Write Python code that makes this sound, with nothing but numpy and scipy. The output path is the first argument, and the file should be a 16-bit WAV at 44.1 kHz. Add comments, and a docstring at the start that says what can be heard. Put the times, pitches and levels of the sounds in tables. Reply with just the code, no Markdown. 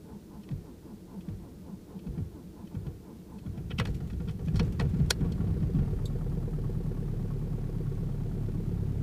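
"""A four-cylinder diesel starts in hard frost; one microphone at the driver's seat, cabin closed.
First the starter labours over each compression beyond the bulkhead, and from 0.5 s lone firings thump the cabin.
Near 3.7 s the starter drops out and the engine stumbles up to speed, shaking the body so that the
dashboard plastic, an arm's length away, cracks and ticks. By 6 s it idles, a small metal click
sounds, and what stays is a low throb with a knock once a cycle."""
import sys
import numpy as np
from scipy import signal
from scipy.fft import rfft, irfft
from scipy.io import wavfile
from scipy.ndimage import uniform_filter1d

SR = 44100
rng = np.random.default_rng(int(sys.argv[2]) if len(sys.argv) > 2 else 0)


def wav_out(sig):
    """Save sig, one row per channel (or a flat mono array), as 16-bit PCM at SR to the path in sys.argv[1]."""
    wavfile.write(sys.argv[1], SR, np.round(np.clip(np.atleast_2d(sig).T, -1, 1) * 32767).astype(np.int16))


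N = 397782
T = np.arange(N) / SR


def amp(db):
    """Decibels to gain."""
    return 10 ** (np.asarray(db) / 20)


def unit(x):
    """Scale to rms 1."""
    return x / np.sqrt(np.mean(x ** 2))


def peak(x):
    """Scale to a peak of 1."""
    return x / np.abs(x).max()


def curves(table):
    """Each column of a table, joined by straight lines in time."""
    times, *columns = np.transpose(table)
    return [np.interp(T, times, column) for column in columns]


def gain_at(hz, spectrum):
    """Gain at these frequencies of a spectrum of (frequency [Hz], level [dB])."""
    points_hz, db = np.transpose(spectrum)
    return amp(np.interp(np.log(hz + 1), np.log(points_hz), db))


def noise(spectrum):
    """Noise of rms 1 with this colour, falling away above its last point."""
    hz = np.arange(N // 2 + 1) * SR / N
    fall = 1 / (1 + (hz / spectrum[-1][0] / 2) ** 2)
    return unit(irfft(rfft(rng.standard_normal(N)) * gain_at(hz, spectrum) * fall, N))


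def band(x, lo_hz, hi_hz, order=2):
    """Band-pass."""
    return signal.sosfilt(signal.butter(order, [lo_hz, hi_hz], "band", fs=SR, output="sos"), x)


def ring(x, modes):
    """Drive a set of resonances; neighbours swing in opposite senses."""
    return sum((-1) ** k * amp(db) * signal.lfilter(*signal.iirpeak(hz, hz / width, fs=SR), x)
               for k, (hz, width, db) in enumerate(modes))


def add(out, s, x):
    """Mix a sound in at s seconds."""
    i = int(np.clip(s * SR, 0, N - 1))
    out[i:i + len(x)] += x[:N - i]


def swell(t, rise_s):
    """A push that peaks at 1 after rise_s and dies away."""
    u = np.maximum(t, 0) / rise_s
    return u * np.exp(1 - u)


def gate(phase, at, width):
    """A smooth burst once per turn of the phase, rms 1."""
    offset = (phase - at + .5) % 1 - .5
    return unit(np.exp(-.5 * (offset / width) ** 2))


# the microphone's noise floor: (frequency [Hz], level [dB])
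HISS = [(30, 10.5), (300, 11.5), (900, -30), (2000, -0.5), (4000, 4.5), (8000, 2), (15000, 2.5)]


def microphone_hiss():
    """The microphone's own steady noise, under everything."""
    return amp(-66) * noise(HISS)


# the car's shaking, felt at the seat: (time [s], level [dB])
SHAKE = [(0, -52.5), (3.3, -51), (3.85, -36), (4.35, -39.5), (4.65, -32), (5.8, -32), (6.45, -33.5),
         (9.02, -32)]


def shaking():
    """How hard the body shakes: a sustained part, and a lurch after each lone firing."""
    lurch_power = sum((amp(db - 21.5) * swell(T - s, rise_s=.058)) ** 2 for s, db, _ in FIRINGS)
    return np.sqrt(amp(curves(SHAKE)[0]) ** 2 + lurch_power)


# panels all round the microphone, and the engine bay ahead: (frequency [Hz], level [dB])
PANEL_RUMBLE = [(20, -19), (35, -1.5), (50, 3.5), (70, 6), (110, 2.5), (175, 2), (250, -12.5), (400, -14),
                (520, -26), (800, -33)]
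BAY_RUSTLE = [(200, 8), (420, 12), (620, 0.5), (900, 1), (1150, -21), (1700, -26), (2600, -53),
              (4500, -36.5), (8000, -24)]


def body_and_bay(phase, shake):
    """Panels rumble and the engine bay rustles, both pulsing with the crankshaft."""
    rumble = noise(PANEL_RUMBLE)
    lows = signal.sosfiltfilt(signal.butter(3, 125, fs=SR, output="sos"), rumble)
    # the deep lurching on the mounts dies away once every cylinder fires
    panels = rumble - np.interp(T, [5.8, 6.8], [0, .75]) * lows
    idle_hz, db_per_octave = 35.8, 6.5
    bay_db = -53.5 + db_per_octave * np.log2(curves(FIRING_RATE)[0] / idle_hz)
    # the bay swells with the first cylinder while the running engine is still rough
    depth_db = np.interp(T, [5, 5.4, 6.5, 8], [0, 4, 3.5, 1.5])
    swing_db = depth_db * np.cos(2 * np.pi * (phase - .15) / len(CYLINDERS))
    pulsing = 1 + .15 * np.cos(2 * np.pi * (phase - .45))
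    return pulsing * (shake * panels + amp(bay_db + swing_db) * noise(BAY_RUSTLE))


# a small metal part, perhaps a relay: (frequency [Hz], width [Hz], level [dB])
CLICK_MODES = [(3600, 150, -1), (3930, 180, -4), (4490, 140, -2), (6600, 160, -9), (7600, 130, -4),
               (11000, 4000, -20)]


def metal_click():
    """One small click rings briefly once the engine is running."""
    at_s, decay_s = 6.055, .0087
    t = np.arange(SR // 8) / SR
    strike = np.exp(-t / decay_s) * rng.standard_normal(len(t))
    out = np.zeros(N)
    add(out, at_s, amp(-36.5) * peak(ring(strike, CLICK_MODES)))
    return out


# loose trim around the seat: (frequency [Hz], level [dB])
TRIM = [(600, -23), (1400, -9), (2200, 0), (3200, -1.5), (4500, -4), (7000, -4.5), (10000, -10)]


def trim_crackle(shake):
    """As the engine catches, loose trim ticks, more densely the harder the body shakes."""
    per_s = 2400 * shake * np.interp(T, [3.6, 3.8, 4.9, 5.4], [0, 1, 1, 0])
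    hits = rng.random(N) < per_s / SR
    hit_db = np.minimum(4 * rng.exponential(size=N), 10)
    decay = np.exp(-np.arange(SR // 40) / SR / .01)
    # every tick is a fresh scrape, so no two ring alike
    envelope = signal.fftconvolve(hits * amp(hit_db), decay)[:N]
    return amp(-45.5) * peak(envelope * noise(TRIM))


def firing_ticks():
    """Rows like CRACKS: a tick just after each lone firing, a thinner one before it after a pause."""
    pause_s, treble_db, decay_s = .4, -3, .0055
    times = np.array(FIRINGS)[:, 0]
    after_pause = times[np.diff(times, prepend=0) > pause_s]
    late = [(s + .005, -55.5, 2.5, treble_db, decay_s) for s in times]
    early = [(s - .072, -55, -5, treble_db, decay_s) for s in after_pause]
    return late + early


# the dashboard panel, an arm's length away: (frequency [Hz], width [Hz], level [dB])
PLASTIC_MODES = [(360, 76, -0.5), (496, 67, 0.5), (650, 39, -3), (760, 190, -5), (1460, 250, 0),
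                 (1673, 58, 3), (1900, 130, 4.5), (2234, 220, 1), (2590, 100, 7.5), (2854, 31, 8.5),
                 (3100, 390, 5.5), (4150, 120, 6.5), (4320, 110, 8.5), (4800, 340, 4), (5540, 290, 3),
                 (6980, 620, -6.5), (7970, 150, -6), (9240, 830, -12), (12100, 6800, -21.5)]
# its cracks: (time [s], mid-band peak [dB], body re mid [dB], treble re mid [dB], decay [s])
CRACKS = [(0.4886, -47.5, 0, -7, 0.002), (3.7064, -37, -3, -10.5, .0032), (3.7135, -35.5, -4, -15, 0.0045),
          (3.7864, -25, -10, -7.5, 0.0019), (3.7978, -26, 5.5, -4, 0.0037), (3.8065, -36, 5, -16, 0.011),
          (3.8533, -38.5, 4, 0.5, .0037), (3.87, -49, 8, 3, 0.0056), (4.0994, -49, 4, -8, 0.0094),
          (4.285, -44, -11, -8, 0.0027), (4.2924, -45, 0.5, -5.5, .006), (4.482, -43.5, -1.5, -9, .0019),
          (4.557, -44, 2, 4, 0.02), (4.595, -29, 2, -2.5, 0.0052), (4.7979, -32.5, 7, -2, 0.0016),
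          (4.8066, -37, 5, -4, 0.0052), (5.1061, -19.5, 3, 7.5, 0.0025), (5.322, -47, -14.5, 2.5, .0026)]


def dashboard():
    """Cold plastic creeps, slips in a burst of tiny snaps that ring the panel, and chatters briefly."""
    lead_s, hold_samples = .012, 60
    t = np.arange(SR // 8) / SR - lead_s
    out = np.zeros(N)
    for s, db, body_db, treble_db, decay_s in CRACKS + firing_ticks():
        slip = np.exp(np.minimum(t / .0017, -t / decay_s))
        flicker_db = 4 * np.repeat(rng.standard_normal(len(t) // hold_samples + 1), hold_samples)
        chatter = amp(flicker_db[:len(t)] - 19.5) * np.exp(np.minimum(t / .004, -t / .01))
        panel = ring((slip + chatter) * rng.standard_normal(len(t)), PLASTIC_MODES)
        top_db = 1.27 * treble_db - 7.5  # a dull crack loses its very top faster than its treble
        parts = [(296, 1530, body_db), (2230, 3440, 0), (3520, 5860, treble_db), (7550, 13400, top_db)]
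        for lo_hz, hi_hz, part_db in parts:
            add(out, s - lead_s + .0008, amp(db + part_db) * peak(band(panel, lo_hz, hi_hz, order=3)))
    return out


# compressions while cranking: (time of top dead centre [s], gear mesh [Hz])
STROKES = [(-.08, 187), (.165, 186.4), (0.404, 184.5), (0.519, 280), (.72, 230), (0.944, 194),
           (1.19, 168.9), (1.29, 280.2), (1.497, 234), (1.74, 182), (1.979, 170.2), (2.071, 280),
           (2.18, 333), (2.418, 233), (2.65, 178.2), (2.75, 281), (2.88, 330.5), (3.149, 205), (3.382, 178),
           (3.47, 280), (3.581, 319), (3.8, 335)]
# the starter runs free after each, faster if a firing helped: (mesh at dead centre [Hz], free mesh [Hz])
FREE_RUN = [(235, 321), (280, 378)]
# the whine's path to the seat, the teeth's rasp and the low churn: (frequency [Hz], level [dB])
GEAR_PATH = [(100, -8), (160, 8), (186, 11.5), (215, 1.5), (260, -5), (335, -2.5), (420, -24), (550, -11),
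             (700, -18.5), (1000, -13), (1400, -19)]
RASP = [(250, -3), (450, 13), (560, -14), (680, 2), (780, -2.5), (890, 8.5), (950, -3.5), (1010, 6.5),
        (1150, -13), (1450, -10), (2200, -26), (5000, -51)]
CHURN = [(60, -14), (120, -26), (176, 7.5), (230, -4), (290, -9), (335, 2), (375, -10.5), (430, -6),
         (560, -18), (900, -26.5)]


def starter():
    """The pinion's whine sags on every compression and leaps after it; the teeth rasp under load."""
    times, loaded_hz = np.transpose(STROKES)
    free_hz = np.interp(loaded_hz, *np.transpose(FREE_RUN))
    number = np.arange(len(times))
    stroke = np.interp(T, times, number)
    knots = np.ravel([number, number + .3, number + .62], order="F")
    knot_hz = np.ravel([loaded_hz, free_hz, .93 * free_hz], order="F")
    flutter = 1 + .0141 * noise([(10, -3.5), (60, -10.5), (120, -25)])
    mesh_hz = uniform_filter1d(np.interp(stroke, knots, knot_hz), size=650) * flutter
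    angle = 2 * np.pi * np.cumsum(mesh_hz) / SR
    whine = sum(amp(db) * gain_at(k * mesh_hz, GEAR_PATH) * np.sin(k * angle)
                for k, db in enumerate([-3.5, -7, -15, -14, -15.5], 1))
    # the teeth bear hardest on the way up to top dead centre, and rasp less at speed
    load_db = 5 * np.cos(2 * np.pi * (stroke - .85))
    ease_db = -7 * np.log2(np.interp(T, times, loaded_hz) / loaded_hz[0])
    churn = amp(-50) * noise(CHURN)
    rasp = amp(ease_db - 61) * gate(stroke, at=.79, width=.16) * noise(RASP)
    engaged = np.interp(T, [3.6, 3.85], [1, 0])
    return engaged * (amp(load_db - 46) * whine + churn + rasp)


# the cabin round the microphone, the block and bulkhead ahead of it, and one cylinder's heavy knock:
# (frequency [Hz], width [Hz], level [dB])
CABIN_MODES = [(37.3, 14, 2), (67.7, 28.7, 1), (102, 9.1, 4.5), (142.2, 31, 0.5), (167.9, 24.8, 0.5),
               (202, 53, -12), (291, 130, -17.5)]
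BLOCK_MODES = [(605, 160, 2.5), (753, 79, 5.5), (943, 67, -2.5), (1123, 18, 2), (1400, 72, -3.5),
               (1820, 160, -11), (2320, 95, -13)]
KNOCK_MODES = [(337, 19, -16.5), (379.6, 20, 1), (462, 33.3, 2.5), (486.2, 43, 0)]
# lone firings until the engine runs: (time [s], thump level [dB], clatter level [dB])
FIRINGS = [(.506, -22, -57.5), (1.279, -22, -57), (2.062, -21, -58), (2.173, -22.5, -54), (2.744, -21, -57),
           (2.861, -26.5, -54), (3.457, -23.5, -60), (3.571, -25, -56.5), (3.695, -24.5, -51),
           (3.787, -16.5, -51), (3.877, -20.5, -49.5), (3.999, -25, -53), (4.126, -21.5, -60),
           (4.197, -23.5, -53), (4.271, -23, -54), (4.387, -25.5, -51), (4.469, -18, -53.5),
           (4.538, -15, -50.5), (4.598, -13.5, -40.5), (4.799, -18, -40.5), (4.848, -20, -59),
           (4.935, -16, -51), (4.993, -15.5, -48.5), (5.204, -15.5, -47.5), (5.24, -21.5, -49),
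           (5.4, -21.5, -48.5), (5.464, -19, -54.5), (5.62, -19, -62), (5.744, -15, -53), (5.781, -15, -50)]


def lone_firings():
    """Each firing kicks the block against its mounts: it clatters, and the cabin booms, lows last."""
    t = np.arange(SR // 3) / SR
    boom_hz = 92 + 150 * np.exp(-t / .019)
    boom = np.sin(2 * np.pi * np.cumsum(boom_hz) / SR) * swell(t, .011) * np.exp(-(t / .06) ** 2)
    out = np.zeros(N)
    for s, thump_db, clatter_db in FIRINGS:
        kick = rng.standard_normal(len(t)) * swell(t, .012)
        shudder = band(ring(kick, CABIN_MODES), 45, 400)
        add(out, s - .001, amp(thump_db) * (.41 * boom + .56 * peak(shudder)))
        rattle = rng.standard_normal(len(t)) * (swell(t, .0046) + .42 * swell(t, .02))
        clatter = 2.02 * peak(ring(rattle, BLOCK_MODES)) + 3.17 * peak(ring(rattle, KNOCK_MODES))
        add(out, s, amp(clatter_db) * clatter)
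    return out


# engine speed: (time [s], firing rate [Hz])
FIRING_RATE = [(3.4, 8.5), (4.4, 11), (4.7, 15), (5, 22), (5.25, 31), (5.45, 32.5), (5.7, 30), (5.82, 35.4),
               (6.2, 36.2), (6.4, 38.2), (6.6, 36.6), (6.85, 36.4), (7.15, 35.65), (7.45, 36.15),
               (8.05, 35.2), (8.35, 35.35), (9.02, 34.2)]


def firing_phase():
    """The crankshaft's progress, counted in firings from the start of one idle cycle."""
    cycle_start_s = 7.3017
    phase = np.cumsum(curves(FIRING_RATE)[0]) / SR
    return phase - np.interp(cycle_start_s, T, phase)


# the engine from the seat: (time [s], throb [dB], rocking [dB], mechanism [dB], unevenness [0 = even])
RUNNING = [(3.5, -82, -83, -85, 1.1), (3.9, -41, -50, -89, 1), (5.1, -49, -58, -61.5, .8),
           (5.5, -34.5, -52, -52, 0.3), (6, -36, -36.5, -51.5, 1.4), (8.65, -34.5, -38, -53.5, 0.93),
           (8.8, -31, -40, -55, 0), (9.02, -32, -38.5, -59, .2)]
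# cylinders in firing order: (strength [dB], rise of the push [s], clatter [dB])
CYLINDERS = [(3, .0003, 1), (0, .0006, -8), (-2.5, .0008, 1), (1.5, .0005, -8)]
# the first cylinder's metallic ping: (frequency [Hz], width [Hz], level [dB])
PING_MODES = [(1098, 34, 4.5), (1287, 120, -1), (1466, 270, -12.5), (1870, 110, -16)]
# the injectors' tick: (frequency [Hz], level [dB])
INJECTORS = [(1200, -8), (2000, -9), (2750, -20), (3150, 10), (3600, -3), (4400, 5), (6000, -4),
             (10000, -6)]


def running_engine(phase):
    """Firings ring the cabin and rattle the block; injectors tick, one cylinder pings and one knocks."""
    throb_db, rock_db, mechanism_db, uneven = curves(RUNNING)
    t = np.arange(SR // 8) / SR
    pulses, metal = np.zeros((2, N))
    for firing in range(int(phase[0]) + 1, int(phase[-1]) + 1):
        cylinder = firing % len(CYLINDERS)
        strength_db, push_s, clatter_db = CYLINDERS[cylinder]
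        late, harder, louder = rng.standard_normal(3)
        s, stroke_s = np.interp([firing, firing + .26], phase, T) + .00015 * late
        # cold cylinders fire unequally until the idle evens out
        force = amp(strength_db * np.interp(s, T, uneven) + .8 * harder)
        add(pulses, stroke_s, -force * swell(t, push_s) / push_s)
        rattle = rng.standard_normal(len(t)) * swell(t, .0041)
        add(metal, s - .002, amp(2 + clatter_db + louder) * peak(ring(rattle, BLOCK_MODES)))
        if cylinder == 0:
            add(metal, s - .002, amp(1 + louder) * peak(ring(rattle, PING_MODES)))
        if cylinder == 2:
            blow = swell(t, .0004) + .08 * rattle
            add(metal, s - .003, amp(17 + .6 * louder) * peak(ring(blow, KNOCK_MODES)))
    throb = band(ring(pulses, CABIN_MODES), 97.5, 334, order=3)
    throb /= np.std(throb[T > 6])  # rms 1 at idle
    # the block rocks on its mounts at the firing rate; even firing adds a firm second order
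    evenness = 1 - np.clip(uneven, 0, 1)
    rocking = np.sqrt(2) * (np.cos(2 * np.pi * phase) - evenness * np.cos(4 * np.pi * (phase - .37)))
    injectors = amp(-23.5) * gate(phase, at=.34, width=.053) * noise(INJECTORS)
    metal_band = band(metal, 200, 2200, order=4)
    mechanism = metal_band + injectors
    return amp(throb_db) * throb + amp(rock_db) * rocking + amp(mechanism_db) * mechanism


def scene():
    """Engine ahead, dashboard close by and the body all round, in mono at the driver's seat."""
    phase, shake = firing_phase(), shaking()
    engine = starter() + lone_firings() + running_engine(phase)
    cabin = body_and_bay(phase, shake) + dashboard() + trim_crackle(shake) + metal_click()
    return (engine + cabin)[None]


def record(dry):
    """The microphone adds its hiss and the recorder cuts the top."""
    top_hz = 15400
    lowpass = signal.ellip(10, .2, 80, top_hz, fs=SR, output="sos")
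    return signal.sosfilt(lowpass, dry + microphone_hiss())


dry = scene()
out = record(dry)
wav_out(out)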